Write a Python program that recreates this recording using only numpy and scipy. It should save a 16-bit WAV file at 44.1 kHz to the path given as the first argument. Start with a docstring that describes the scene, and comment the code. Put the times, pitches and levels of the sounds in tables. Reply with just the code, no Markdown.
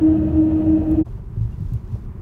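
"""Car cabin, steel bridge then road

The tyres sing on the ribs of a steel bridge deck: a sine at the rib rate with rough overtones, which
stumbles at each panel joint. Shaken resonances and a roar whose treble pulses with the ribs lie around it.
After about a second the sound cuts to a quieter road of dull noise and a hiss that comes and goes.
Bumps ring low modes of body and cabin; the trim ticks, knocks and squeaks faintly."""
import sys
import numpy as np
from scipy import signal
from scipy.fft import rfft, irfft, next_fast_len
from scipy.io import wavfile
from scipy.ndimage import map_coordinates

SR = 44100
rng = np.random.default_rng(int(sys.argv[2]) if len(sys.argv) > 2 else 0)


def unload_audio(sound):
    """Save the sound as a 16-bit wav file, at the path given as the first command line argument."""
    columns = np.transpose(np.atleast_2d(sound))
    # keep every value between -1 and 1, then stretch to whole-number steps
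    steps = np.round(np.clip(columns, -1, 1) * 32767)
    wavfile.write(sys.argv[1], SR, steps.astype(np.int16))


N = 97593

# Road rolling noise, relative spectrum: freq_hz, density_db
ROAD_ROAR_SPECTRUM = [(15, -18.5), (35, 8), (60, -1), (115, 2), (160, -9), (215, -8), (250, -19),
                      (390, -17), (470, -29.5), (700, -34), (1000, -31), (1500, -40), (2200, -46.5),
                      (4000, -60), (8000, -63.5)]
# Road hiss, relative spectrum: freq_hz, density_db
ROAD_HISS_SPECTRUM = [(1200, -21.5), (2600, 4.5), (4000, 2), (6000, 0), (8000, -4.5), (10000, -5.5),
                      (13000, -7), (15500, -10)]
# Road hiss course, before the overall hiss gain: time_s, level_db
ROAD_HISS_COURSE = [(1.06, -66.5), (1.13, -67.5), (1.18, -74.5), (1.32, -76), (1.385, -72.5),
                    (1.415, -64.5), (1.48, -70), (1.525, -68), (1.565, -69.5), (1.61, -66.5), (1.75, -65),
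                    (1.84, -71.5), (1.95, -64.5), (2.04, -71), (2.09, -82), (2.2, -80)]
# Bright ticks of the trim: start_s, level_db
TICKS = [(.913, -42.5), (1.239, -68.5), (1.351, -65), (1.589, -68.5), (1.605, -55.5), (1.611, -62.5),
         (1.697, -63.5), (1.736, -45), (1.745, -55), (1.764, -59)]
# Ticks, relative spectrum: freq_hz, density_db
TICK_SPECTRUM = [(1500, -13.5), (3000, 1), (5000, -9.5), (8000, -3.5), (11000, -5.5), (14500, -0.5)]
# Dull knocks of the trim: start_s, level_db
KNOCKS = [(1.066, -45.5), (1.178, -48), (1.955, -47)]
# Bumps in deck and road, sharper ones pushing higher: start_s, strength_db, push_centre_hz
BUMPS = [(0.895, -14.5, 54.6), (1.091, -21.5, 44.8), (1.371, -13, 93), (1.408, -13, 106),
         (1.452, -14.5, 66), (1.52, -25.5, 75.4), (1.579, -20, 73.5), (1.603, -12.5, 153),
         (1.646, -14, 37.7), (1.72, -11, 94), (1.868, -33, 59.5), (1.922, -15.5, 84), (2.016, -20, 40)]
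# Modes of body and cabin, before detuning: freq_hz, level_db, t60_s
BOOM_MODES = [(39.36, 3.5, 0.16), (63.6, 0.5, 0.2), (91, -7, 0.19), (108.5, 3, .18), (144, -4.5, .14),
              (205, -16.5, 0.034), (284, -17.5, 0.29)]
# Bridge roar, relative spectrum: freq_hz, density_db
DECK_ROAR_SPECTRUM = [(18, -35.5), (38, -3.5), (65, -11), (115, -0.5), (160, -4.5), (240, -11), (340, -6),
                      (400, -22), (520, -27), (680, -23), (850, -32.5), (1300, -38.5), (1800, -40.5),
                      (2200, -48.5), (2900, -46), (3700, -58), (6000, -79.5)]
# Bridge hiss, relative spectrum: freq_hz, density_db
DECK_HISS_SPECTRUM = [(3000, -7.5), (4000, 1.5), (5000, -3), (6500, -2), (7800, -5.5), (9500, -5),
                      (10400, -10), (11600, -6), (15500, -4)]
# Resonances of tyres and cabin shaken by the deck: freq_hz, width_hz, level_db
SHAKEN_RESONANCES = [(81.4, 12, -27), (200.2, 6.8, -32), (427.7, 4.1, -48.5), (601, 55, -40),
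                     (679, 45, -49.5), (2556, 170, -66)]
# Panel joints where the ribs fall out of step: centre_s
JOINT_TIMES_S = [.008, .322, .962]
# Fundamental of the drone, before flutter and joint dips: time_s, level_db
DRONE_COURSE = [(0.0, -21), (0.03, -13.5), (0.05, -10.5), (0.312, -25), (0.38, -13), (0.434, -13.5),
                (0.502, -20), (0.57, -16.5), (0.632, -23), (0.684, -15), (0.744, -14), (0.852, -25),
                (0.88, -19), (0.942, -16.5), (0.962, -31), (0.988, -12.5), (1.02, -17.5)]
# Overtones of the rib rate; alternate ribs differ, giving the halves: multiple, level_db, roughness_0_to_1
OVERTONES = [(1.5, -45, 1), (2, -38.5, .8), (2.5, -51.5, 0.8), (3, -55, .5), (4, -59.5, 0.5),
             (5, -67.5, 0.7), (6, -72.5, 0.5)]

CUT_S, FADE_OUT_S, FADE_IN_S = 1.039, 0.026, 0.024
TREBLE_LEAD_S = 0.008  # bridge treble fades out this much sooner
TICK_T60_S = 0.015
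KNOCK_HZ, KNOCK_WIDTH_HZ, KNOCK_T60_S = 596, 280, 0.12
SQUEAK_S, SQUEAK_HZ, SQUEAK_WIDTH_HZ, SQUEAK_HALF_S, SQUEAK_DB = 1.526, 2800, 45, 0.009, -63
PUSH_OCTAVES, BUMP_ATTACK_S = 0.6, 0.007  # spread of a bump's push; time constant of its rise
RIB_HZ, RIB_WANDER = 313.7, 0.0017  # mean ribs per second; relative unsteadiness
JOINT_S, JOINT_DIP = 0.0059, 0.9  # crossing time; share of drone amplitude lost at the centre
MIC_LOW_HZ, TOP_HZ = 28.9, 15750


def amp(db):
    """Decibels to gain."""
    return 10 ** (np.asarray(db) / 20)


def unit(x):
    """Scale to rms 1."""
    return x / np.sqrt(np.mean(x ** 2) + 1e-20)


def clock():
    """Time of every sample in seconds."""
    return np.arange(N) / SR


def curve(rows):
    """(time_s, value) rows joined by straight lines."""
    return np.interp(clock(), *np.transpose(rows))


def wobble(knots_per_s):
    """Smooth random curve through normally distributed knots."""
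    return map_coordinates(rng.standard_normal(2048), [clock() * knots_per_s + 2], mode="wrap")


def fade(u):
    """Smooth ramp from 0 to 1 as u goes from 0 to 1."""
    return np.sin(np.pi / 2 * np.clip(u, 0, 1)) ** 2.2


def filtered(x, response):
    """Multiply the spectrum of x by a response of frequency, zero-padded."""
    m = next_fast_len(N + SR // 2)
    return irfft(rfft(x, m) * response(np.fft.rfftfreq(m, 1 / SR)), m)[:N]


def noise(spectrum):
    """Noise of rms 1 coloured by (freq_hz, density_db) points on a log frequency axis."""
    freq_hz, density_db = np.transpose(spectrum)

    def gain(hz):
        return amp(np.interp(np.log(hz + 1), np.log(freq_hz + 1), density_db, left=-120))

    return unit(filtered(rng.standard_normal(N), gain))


def ringing(freq_hz, width_hz):
    """Randomly shaken resonance with steep skirts, rms 1."""
    def response(hz):
        return 1 / (1 + ((hz - freq_hz) / width_hz) ** 2) ** 1.5

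    return unit(filtered(rng.standard_normal(N), response))


def decays(events, t60_s):
    """Sum of envelopes: sudden rise, then a steady fall in dB."""
    t = clock()
    return sum((t >= start_s) * amp(db - 60 * np.abs(t - start_s) / t60_s) for start_s, db in events)


def road(roar_db=-31, swell_db=1, hiss_gain_db=-1, grain_db=2.8):
    """Rolling on the road: dull noise that swells slightly, and a grainy hiss that comes and goes."""
    roar = amp(roar_db + swell_db * wobble(12)) * noise(ROAD_ROAR_SPECTRUM)
    hiss_db = curve(ROAD_HISS_COURSE) + hiss_gain_db + grain_db * wobble(700)
    hiss = amp(hiss_db) * noise(ROAD_HISS_SPECTRUM)
    return fade((clock() - CUT_S) / FADE_IN_S) * (roar + hiss)


def trim():
    """Small cabin sounds: decaying noise ticks, decaying resonant knocks and a narrow-band squeak."""
    ticks = noise(TICK_SPECTRUM) * decays(TICKS, TICK_T60_S)
    knocks = ringing(KNOCK_HZ, KNOCK_WIDTH_HZ) * decays(KNOCKS, KNOCK_T60_S)
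    squeak_envelope = amp(SQUEAK_DB) * np.exp(-((clock() - SQUEAK_S) / SQUEAK_HALF_S) ** 2)
    squeak = squeak_envelope * ringing(SQUEAK_HZ, SQUEAK_WIDTH_HZ)
    return ticks + knocks + squeak


def bumps(detune=0.033):
    """Each bump rings the low modes of body and cabin near its push, each randomly detuned."""
    out = np.zeros(N)
    for start_s, strength_db, push_hz in BUMPS:
        t = np.maximum(clock() - start_s, 0)
        rise = 1 - np.exp(-t / BUMP_ATTACK_S)
        for freq_hz, mode_db, t60_s in BOOM_MODES:
            push = np.exp(-0.5 * (np.log2(freq_hz / push_hz) / PUSH_OCTAVES) ** 2)
            decay = amp(strength_db + mode_db - 60 * t / t60_s)
            detuned_hz = freq_hz * (1 + detune * rng.standard_normal())
            out -= push * rise * decay * np.sin(2 * np.pi * detuned_hz * t)
    return out


def rib_turns():
    """Ribs passed so far; each joint slips the count by half a rib."""
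    t = clock()
    slips = sum(0.5 * np.clip((t - s) / JOINT_S + 0.5, 0, 1) for s in JOINT_TIMES_S)
    rate_hz = RIB_HZ * (1 + RIB_WANDER * wobble(12))
    return np.cumsum(rate_hz) / SR - slips


def drone(turns, flutter_db=0.86, flutter_rate=50, rough_rate=45):
    """Tyre note: a fluttering fundamental under rough overtones, all dipping at the joints."""
    t = clock()
    grip = np.prod([1 - JOINT_DIP * np.exp(-((t - s) / JOINT_S) ** 2) for s in JOINT_TIMES_S], axis=0)
    level_db = curve(DRONE_COURSE) + flutter_db * wobble(flutter_rate)
    note = amp(level_db) * np.sin(2 * np.pi * turns)
    for multiple, db, rough in OVERTONES:
        # steady part plus random complex part: amplitude and phase both waver
        random_part = wobble(rough_rate) + 1j * wobble(rough_rate)
        size = np.sqrt(1 - rough) + np.sqrt(rough / 2) * random_part
        note = note + amp(db) * np.real(size * np.exp(1j * np.pi * round(2 * multiple) * turns))
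    return np.sqrt(2) * grip * note  # levels are rms


def bridge(roar_db=-26, hiss_at_cut_db=-65, hiss_rise_db_per_s=2, pulsing=0.4, swell_db=1.1, sag_db_per_s=3):
    """Drone, shaken resonances, a rising hiss, and a roar whose treble pulses with the ribs and eases."""
    turns, left_s = rib_turns(), CUT_S - clock()
    roar = noise(DECK_ROAR_SPECTRUM)
    bass = filtered(roar, lambda hz: 1 / (1 + (hz / 800) ** 8))
    pulses = unit(1 + pulsing * np.cos(2 * np.pi * turns))
    slap_gain = amp(swell_db * wobble(45) + sag_db_per_s * (left_s - CUT_S / 2))
    slap = (roar - bass) * pulses * slap_gain
    body = sum(amp(db) * ringing(freq_hz, width_hz) for freq_hz, width_hz, db in SHAKEN_RESONANCES)
    hiss = amp(hiss_at_cut_db - hiss_rise_db_per_s * left_s) * noise(DECK_HISS_SPECTRUM)
    low = drone(turns) + body + amp(roar_db) * bass
    high = amp(roar_db) * slap + hiss
    return fade(left_s / FADE_OUT_S) * low + fade((left_s - TREBLE_LEAD_S) / FADE_OUT_S) * high


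def scene():
    """Bridge, then road; bumps (muted at the cut) and trim over both."""
    jolts = fade(np.abs(clock() - CUT_S) / FADE_IN_S) * bumps()
    return (road() + trim() + jolts + bridge())[None]


def record(dry):
    """Microphone: loses the deepest bass and keeps nothing from TOP_HZ up."""
    low_cut = signal.butter(6, MIC_LOW_HZ, "highpass", fs=SR, output="sos")
    return filtered(signal.sosfilt(low_cut, dry[0]), lambda hz: hz < TOP_HZ)[None]


dry = scene()
out = record(dry)
unload_audio(out)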